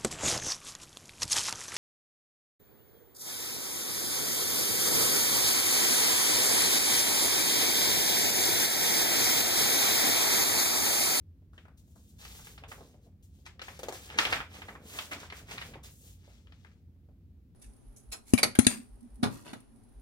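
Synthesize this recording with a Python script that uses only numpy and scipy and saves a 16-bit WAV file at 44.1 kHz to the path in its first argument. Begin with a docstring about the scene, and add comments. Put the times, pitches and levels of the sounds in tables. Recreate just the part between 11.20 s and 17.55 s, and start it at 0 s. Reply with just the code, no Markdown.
"""Turning a page of a picture book

A book is lowered, a page is turned and the book is raised, close to the microphone in a small, quiet room.
Sliding fingers and paper are stick-slip noise; snaps and flaps of the sheet, low finger touches and palm
scuffs are short avalanches of clicks, coloured by resonances of the sheet; taps on the cover are decaying
modes with a dry tick. Moved air is a low waft.
A diffuse tail of band noise follows the book, over a low rumble and a faint hiss."""
import sys
import numpy as np
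from scipy import signal
from scipy.fft import rfft, irfft, next_fast_len
from scipy.io import wavfile
from scipy.ndimage import uniform_filter1d, map_coordinates

SR = 44100
rng = np.random.default_rng(int(sys.argv[2]) if len(sys.argv) > 2 else 0)


def file_out(sig):
    """Save sig as 16-bit WAV at sys.argv[1]."""
    # one column per channel
    cols = np.atleast_2d(sig).T
    # limit, then scale
    lim = np.clip(cols, -1, 1)
    pcm = np.round(lim * 32767).astype(np.int16)
    wavfile.write(sys.argv[1], SR, pcm)


N = 280005
TIME = np.arange(N) / SR   # seconds
PORT_LAG_S = .00021        # delay from the left to the right microphone port

# Fingers tap the cover. Each row: start in seconds, peak of the knock in dB, relative level of the nail in dB.
TAPS = [(1.744, -52, -85), (2.592, -41, -54.5), (2.6323, -33, -51), (2.685, -25.5, -50),
        (2.7249, -35, -52.5), (5.078, -50.5, -82.5), (5.888, -58.5, -98)]


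def from_db(db):
    """Decibels to gain."""
    return 10 ** (np.asarray(db) / 20)


def rms_one(x):
    """Scale to unit power."""
    return x / np.sqrt(np.mean(x ** 2) + 1e-20)


def at_hz(points, hz):
    """Read the second column of a table on a log-frequency axis."""
    points = np.array(points)
    return np.interp(np.log(np.maximum(hz, 1)), np.log(points[:, 0]), points[:, 1])


def coloured(x, spectrum):
    """Give a steady excitation a spectrum that falls away beyond both ends; rms 1."""
    size = next_fast_len(N)
    hz = np.arange(size // 2 + 1) * SR / size
    low_skirt = np.minimum(hz / spectrum[0][0], 1)
    high_skirt = np.maximum(hz / spectrum[-1][0], 1)
    gain = from_db(at_hz(spectrum, hz)) * (low_skirt / high_skirt) ** 2
    return rms_one(irfft(rfft(x, size) * gain, size)[..., :N])


def drift(rate):
    """Smooth curve through `rate` random values a second; rms 1."""
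    knots = rng.standard_normal(4096)
    return rms_one(map_coordinates(knots, [TIME * rate], order=2, mode="wrap"))


def band(x, low_hz, high_hz, order=2):
    """Causal band-pass."""
    sos = signal.butter(order, [low_hz, min(high_hz, .45 * SR)], "band", fs=SR, output="sos")
    return signal.sosfilt(sos, x + 1e-18)


def add(track, s, sound):
    """Mix a sound in at time s."""
    start = max(int(s * SR), 0)
    track[start:start + len(sound)] += sound[:N - start]


def swell(peak_s, half_s):
    """Speed of a movement that gathers and fades evenly."""
    return np.exp(-np.minimum(((TIME - peak_s) / half_s) ** 2, 50))


def tug(s, length_s, rise_s):
    """Speed of a movement that starts abruptly and slows."""
    return np.clip((TIME - s) / rise_s, 0, 1) * swell(s + rise_s, length_s)


def background(side_db):
    """Low room rumble, nearly alike on both sides, under a faint hiss that differs between them."""
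    # Each row: frequency in Hz, relative spectral density in dB.
    rumble_spectrum = [(20, -46), (30, -26), (44, -17.5), (58, 0), (72, -5.5), (87, 2), (110, -12.5),
                       (160, -12), (260, -18), (370, -28.5), (600, -43.5), (1100, -64), (2500, -60)]
    air_spectrum = [(300, 1.5), (1000, 0.5), (2000, -2), (3800, -4), (6000, -8), (8500, -11), (11000, -8.5),
                    (13500, -5.5), (16000, -5.5)]
    shared = rng.standard_normal(N)
    own = rng.standard_normal((2, N))
    rumble = coloured(shared + from_db(side_db) * own, rumble_spectrum)
    air = coloured(rng.standard_normal((2, N)), air_spectrum)
    return from_db(-55) * rumble + from_db(-82.5) * air


def waft():
    """The book is lowered, the page swings over, the book is raised; each pushes air, a low noise."""
    # Each row: peak in seconds, half length in seconds, level in dB.
    swings = [(1.246, 0.33, -57), (3.14, 0.092, -48.5), (4.422, 0.33, -54.5)]
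    push = sum(from_db(level_db) * swell(s, half_s) for s, half_s, level_db in swings)
    return push * rms_one(band(rng.standard_normal(N), 42, 150, order=3))


def near_paths(x):
    """Direct sound reaches the left port first; echoes of near surfaces wander in distance and direction."""
    # Nearby surfaces. Each row: mean delay in seconds, level in dB.
    echoes = [(.0026, -9.5), (.0068, -9), (.01, -14.5)]
    out = np.array([x, np.roll(x, int(PORT_LAG_S * SR))])
    for delay_s, level_db in echoes:
        delay = delay_s * (1 + .08 * drift(2))
        lag = PORT_LAG_S * np.tanh(drift(1.6))
        echo = [np.interp(TIME - delay + side * lag / 2, TIME, x) for side in (1, -1)]
        out += from_db(level_db) * np.array(echo)
    return out


def room(x, wet_db, build_s, count=13):
    """Each band's energy feeds a diffuse tail that builds up and dies; long waves reach both ports alike."""
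    # The room's decay. Each row: frequency in Hz, time to fall by 60 dB in seconds.
    room_t60 = [(200, 0.17), (1500, 0.26), (6000, 0.26), (15000, 0.25)]
    out = near_paths(x)
    white = rng.standard_normal((2, 2, N))
    edges = np.geomspace(170, 17000, count)
    build = np.exp(-1 / (build_s * SR))
    for k, (low, high) in enumerate(zip(edges, edges[1:])):
        hz = np.sqrt(low * high)
        keep = from_db(-60 / (at_hz(room_t60, hz) * SR)) ** 2   # energy left after one sample
        fed = band(x, low, high, order=3) ** 2
        energy = signal.lfilter([(1 - keep) * (1 - build)], np.poly([keep, build]), fed)
        alike = np.sinc(2 * hz * PORT_LAG_S)   # correlation between the ports
        mid, side = rms_one(band(white[k % 2], low, high, order=3))
        tail = np.sqrt((1 + alike) / 2) * mid + np.sqrt((1 - alike) / 2) * side * [[1], [-1]]
        out += from_db(wet_db) * np.sqrt(np.abs(energy)) * tail
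    return out


def placement():
    """The book's place before the microphone, as a gain for each side."""
    # Each row: time in seconds, left minus right in dB.
    position = [(0.3, 2), (0.47, 3), (1.63, -0.5), (2.17, 3.5), (3.17, -0.5), (4.7, 0.5), (5.47, 6),
                (5.5, 3)]
    pan_db = np.interp(TIME, *np.transpose(position))
    return from_db(np.array([pan_db, -pan_db]) / 2)


def taps(knock_db, tick_db, tick_s):
    """Each tap rings the cover's modes, with a dry tick on top."""
    # Modes of the cover board. Each row: frequency in Hz, relative level in dB, 60 dB decay in seconds.
    cover = [(336, -19, 0.03), (532, -2, 0.027), (594, 3, 0.019), (820, -5, 0.0094), (1195, -27, .025),
             (1287, -14, 0.011)]
    out, t = np.zeros(N), TIME[:SR // 8]
    for s, peak_db, nail_db in TAPS:
        knock = np.zeros(len(t))
        for hz, mode_db, t60 in cover:
            decay = np.exp(-np.log(1000) * t / t60)
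            # every tap excites the modes a little differently
            knock += from_db(mode_db + rng.normal(0, 1.2)) * np.sin(2 * np.pi * hz * t) * decay
        knock = band(knock, 400, 5000)   # the knock keeps little energy below 400 Hz
        tick = band(rng.standard_normal(len(t)) * np.exp(-t / tick_s), 2200, 6000, order=1)
        add(out, s, from_db(peak_db + knock_db) * knock / np.abs(knock).max())
        add(out, s, from_db(nail_db + tick_db) * rms_one(tick))
    return out


def slips(per_s, spread_db, smooth):
    """Stick-slip clicks of uneven size over a bed of finer friction."""
    sizes = from_db(spread_db * np.minimum(rng.exponential(1, N), 4)) * rng.choice([-1, 1], N)
    born = rng.random(N) < per_s / SR
    return rms_one(sizes * born) + smooth * rng.standard_normal(N)


def strokes():
    """Every sliding movement as (speed, relative level dB, bend dB)."""
    # The paper breaks loose abruptly, then slows.
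    # Each row: start in seconds, length in seconds, relative level in dB, bend of the sheet in dB.
    tugs = [(.325, .12, -75.5, 0), (0.569, 0.03, -67, -5), (.75, .18, -71.5, -4.5), (0.98, .13, -56, 1.5),
            (1.24, .1, -57, -3.5), (1.478, 0.085, -57, -3.5), (2.022, .036, -70, -6.5),
            (2.251, .027, -56, 7.5), (2.413, .19, -56.5, 2), (2.73, .052, -50, -1.5),
            (2.888, .2, -55.5, 13.5), (2.972, .14, -42, 3.5), (3.096, .075, -44, 2),
            (3.907, .032, -45.5, 2), (4.629, .047, -53, -1.5), (4.694, .16, -71, -11)]
    # The paper glides, swelling and fading evenly.
    # Each row: peak in seconds, half length in seconds, relative level in dB, bend of the sheet in dB.
    slides = [(0.702, 0.066, -77, -6), (0.901, 0.025, -72.5, -8), (1.15, .12, -55, -1.5),
              (1.64, .11, -67.5, 1), (1.848, .03, -73, -1), (2.18, 0.071, -73.5, -1.5),
              (2.85, .05, -54, -1), (3.367, .055, -54, 3.5), (3.483, 0.074, -63.5, -2),
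              (3.776, 0.093, -48, -2), (4.016, 0.056, -54, 5), (4.175, 0.045, -53.5, 2),
              (4.326, 0.04, -49, 3.5), (4.445, 0.072, -55.5, -0.5), (4.874, 0.067, -62.5, -4.5),
              (5.103, 0.11, -67, 6), (5.408, 0.16, -75, 9)]
    for s, length_s, level_db, bend_db in tugs:
        yield tug(s, length_s, rise_s=0.0089), level_db, bend_db
    for s, half_s, level_db, bend_db in slides:
        yield swell(s, half_s), level_db, bend_db
    # with each tap the finger skids briefly, the louder the stronger its nail
    for s, _, nail_db in TAPS:
        yield tug(s, length_s=0.0083, rise_s=0.0022), nail_db + 6, 0.5


def friction():
    """Skin and paper slide on paper: fine slips hiss, coarser ones rasp, creases crinkle; hands rub the cover."""
    # Each row: frequency in Hz, relative spectral density in dB.
    hiss_spectrum = [(2500, -23), (5000, -15.5), (7000, 10), (9800, 0.5), (11000, 1), (13000, 8.5),
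                     (16000, -7)]
    rasp_spectrum = [(1500, -22), (2500, -4.5), (3400, 3.5), (5000, -1), (6500, 0), (8500, -9.5),
                     (14000, -34.5)]
    crinkle_spectrum = [(350, -2), (800, -3.5), (1400, -2), (2100, 0), (3000, -4), (5000, -26)]
    rub_spectrum = [(70, -2), (150, 2.5), (240, 3.5), (340, -8), (500, 1.5), (750, -11.5), (1200, -21),
                    (2500, -23)]
    # How hard the hands work on the cover. Each row: time in seconds, effort in dB.
    handling = [(0.0, -80.5), (1.06, -73.5), (1.15, -73.5), (1.59, -61), (2.01, -79), (2.33, -72),
                (2.6, -64.5), (3.15, -59), (3.46, -66), (4.01, -60.5), (4.15, -67.5), (4.54, -59.5),
                (4.7, -73.5), (6.35, -82)]
    usual_stroke_db, creasing = -54, .55   # a stroke above the usual creases more, in dB per dB
    usual_effort_db, grip_db, grip_growth = -70.5, -68, 1.34   # rubbing at usual effort; growth in dB per dB

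    power = np.zeros((3, N))
    for speed, level_db, bend_db in strokes():
        # bending trades hiss for crinkle
        crease_db = bend_db + creasing * (level_db - usual_stroke_db)
        layers_db = [level_db - bend_db, level_db, level_db + crease_db]
        power += np.outer(from_db(layers_db) ** 2, speed ** 2)
    hiss, rasp, crinkle = np.sqrt(power)
    effort_db = np.interp(TIME, *np.transpose(handling))
    grip = from_db(grip_db + grip_growth * (effort_db - usual_effort_db))

    pressure = drift(60)   # the fingers judder as they slide
    out = hiss * from_db(-2.0 + 1.0 * pressure) * coloured(slips(7100, 3.7, 0.48), hiss_spectrum)
    out += rasp * from_db(-1.0 + 0.88 * pressure) * coloured(slips(1500, 3.2, 0.42), rasp_spectrum)
    out += crinkle * from_db(-3.5 + 1.5 * drift(80)) * coloured(slips(390, 2.8, 0.39), crinkle_spectrum)
    out += grip * from_db(2.0 * drift(46)) * coloured(slips(200, 4.6, 0.21), rub_spectrum)
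    return out


def bursts(table, rise_s, fall_s, grain_db, gain_db, air_db):
    """A fold, touch or scuff is a short avalanche of clicks; a tighter fold reaches higher."""
    out, t = np.zeros(N), TIME[:SR // 10]
    for s, level_db, top_hz in table:
        # single slips last about a millisecond and sound in all bands at once
        grain = rms_one(uniform_filter1d(rng.standard_normal(len(t)), size=40))
        avalanche = from_db(grain_db * grain) * (1 - np.exp(-t / rise_s)) * np.exp(-t / fall_s)
        # most folds sound mainly in this band; the low scuffs stay under it
        clicks = band(avalanche * rng.standard_normal(len(t)), 880, 3900, order=1)
        burst = rms_one(band(clicks, 200, top_hz, order=4)) + from_db(air_db) * rms_one(clicks)
        add(out, s, from_db(level_db + gain_db) * burst)
    return out


def sheet(x):
    """The bowed page rings briefly at its own resonances."""
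    # Each row: frequency in Hz, width in Hz, level in dB.
    resonances = [(1350, 53, -19), (1850, 110, -9.5), (2870, 390, -10), (3080, 110, -11), (4110, 38, 1)]
    out = x.copy()
    for hz, width_hz, level_db in resonances:
        r = np.exp(-np.pi * width_hz / SR)
        zeros = np.array([1, 0, -1]) * (1 - r * r) / 2
        poles = [1, -2 * r * np.cos(2 * np.pi * hz / SR), r * r]
        out += from_db(level_db) * signal.lfilter(zeros, poles, x + 1e-18)
    return out


def page():
    """Bursts of the turning sheet and of the hand on the book, all coloured by the sheet's resonances."""
    # Each row: start in seconds, relative level in dB, top frequency in Hz.
    # Sharp snaps, with a few soft, low finger touches on the cover among them.
    snap_and_touch_rows = [(.332, -73, 1290), (.378, -63.5, 3460), (.452, -68.5, 1420), (.481, -69.5, 1490),
                           (1.05, -59, 6000), (1.191, -67, 1990), (1.269, -60.5, 2500), (1.436, -57, 2600),
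                           (2.2625, -58.5, 8050), (2.393, -57.5, 4530), (2.416, -52, 5870),
                           (2.986, -31, 6740), (3.051, -38.5, 4500), (3.124, -39.5, 3500),
                           (3.418, -53.5, 2780), (3.788, -44, 4970), (3.917, -52.5, 3450),
                           (3.932, -51, 6000), (4.03, -57.5, 1800), (4.1, -56.5, 4430),
                           (4.123, -52.5, 3030), (4.312, -57, 8500), (5.27, -73.5, 4130),
                           (5.321, -69, 4320), (5.447, -65.5, 2370), (5.467, -79, 6000),
                           (5.515, -81.5, 5500)]
    # Soft flaps of the sheet and low scuffs of the palm.
    flap_and_scuff_rows = [(.757, -73, 1190), (1.376, -60.5, 4970), (1.514, -53.5, 2730), (1.58, -65, 900),
                           (1.607, -63, 800), (1.862, -72.5, 674), (2.481, -52.5, 2800), (2.663, -63, 810),
                           (3.126, -34, 4400), (3.164, -50, 3500), (3.202, -46, 2960), (3.482, -51.5, 2360),
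                           (3.55, -57, 1900), (4.377, -49, 4500), (4.413, -49.5, 4400), (4.535, -58, 3470),
                           (4.553, -57.5, 860)]
    quick = bursts(snap_and_touch_rows, rise_s=0.0029, fall_s=0.0019, grain_db=1.5, gain_db=-1.0, air_db=-17)
    slow = bursts(flap_and_scuff_rows, rise_s=0.004, fall_s=0.0037, grain_db=6.5, gain_db=-1.5, air_db=-20)
    return sheet(quick + slow)


def scene():
    """All the sounds of the book in the room, with the moved air and the background."""
    blows = page() + taps(knock_db=0, tick_db=-8.5, tick_s=0.00073)
    book = room(blows + from_db(-2.5) * friction(), wet_db=-2.5, build_s=0.00047)
    return book * placement() + waft() + background(side_db=-14)


def record(dry):
    """The top is cut steeply above 16 kHz."""
    return signal.sosfilt(signal.ellip(12, .1, 80, 16000, fs=SR, output="sos"), dry)


dry = scene()
out = record(dry)
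file_out(out)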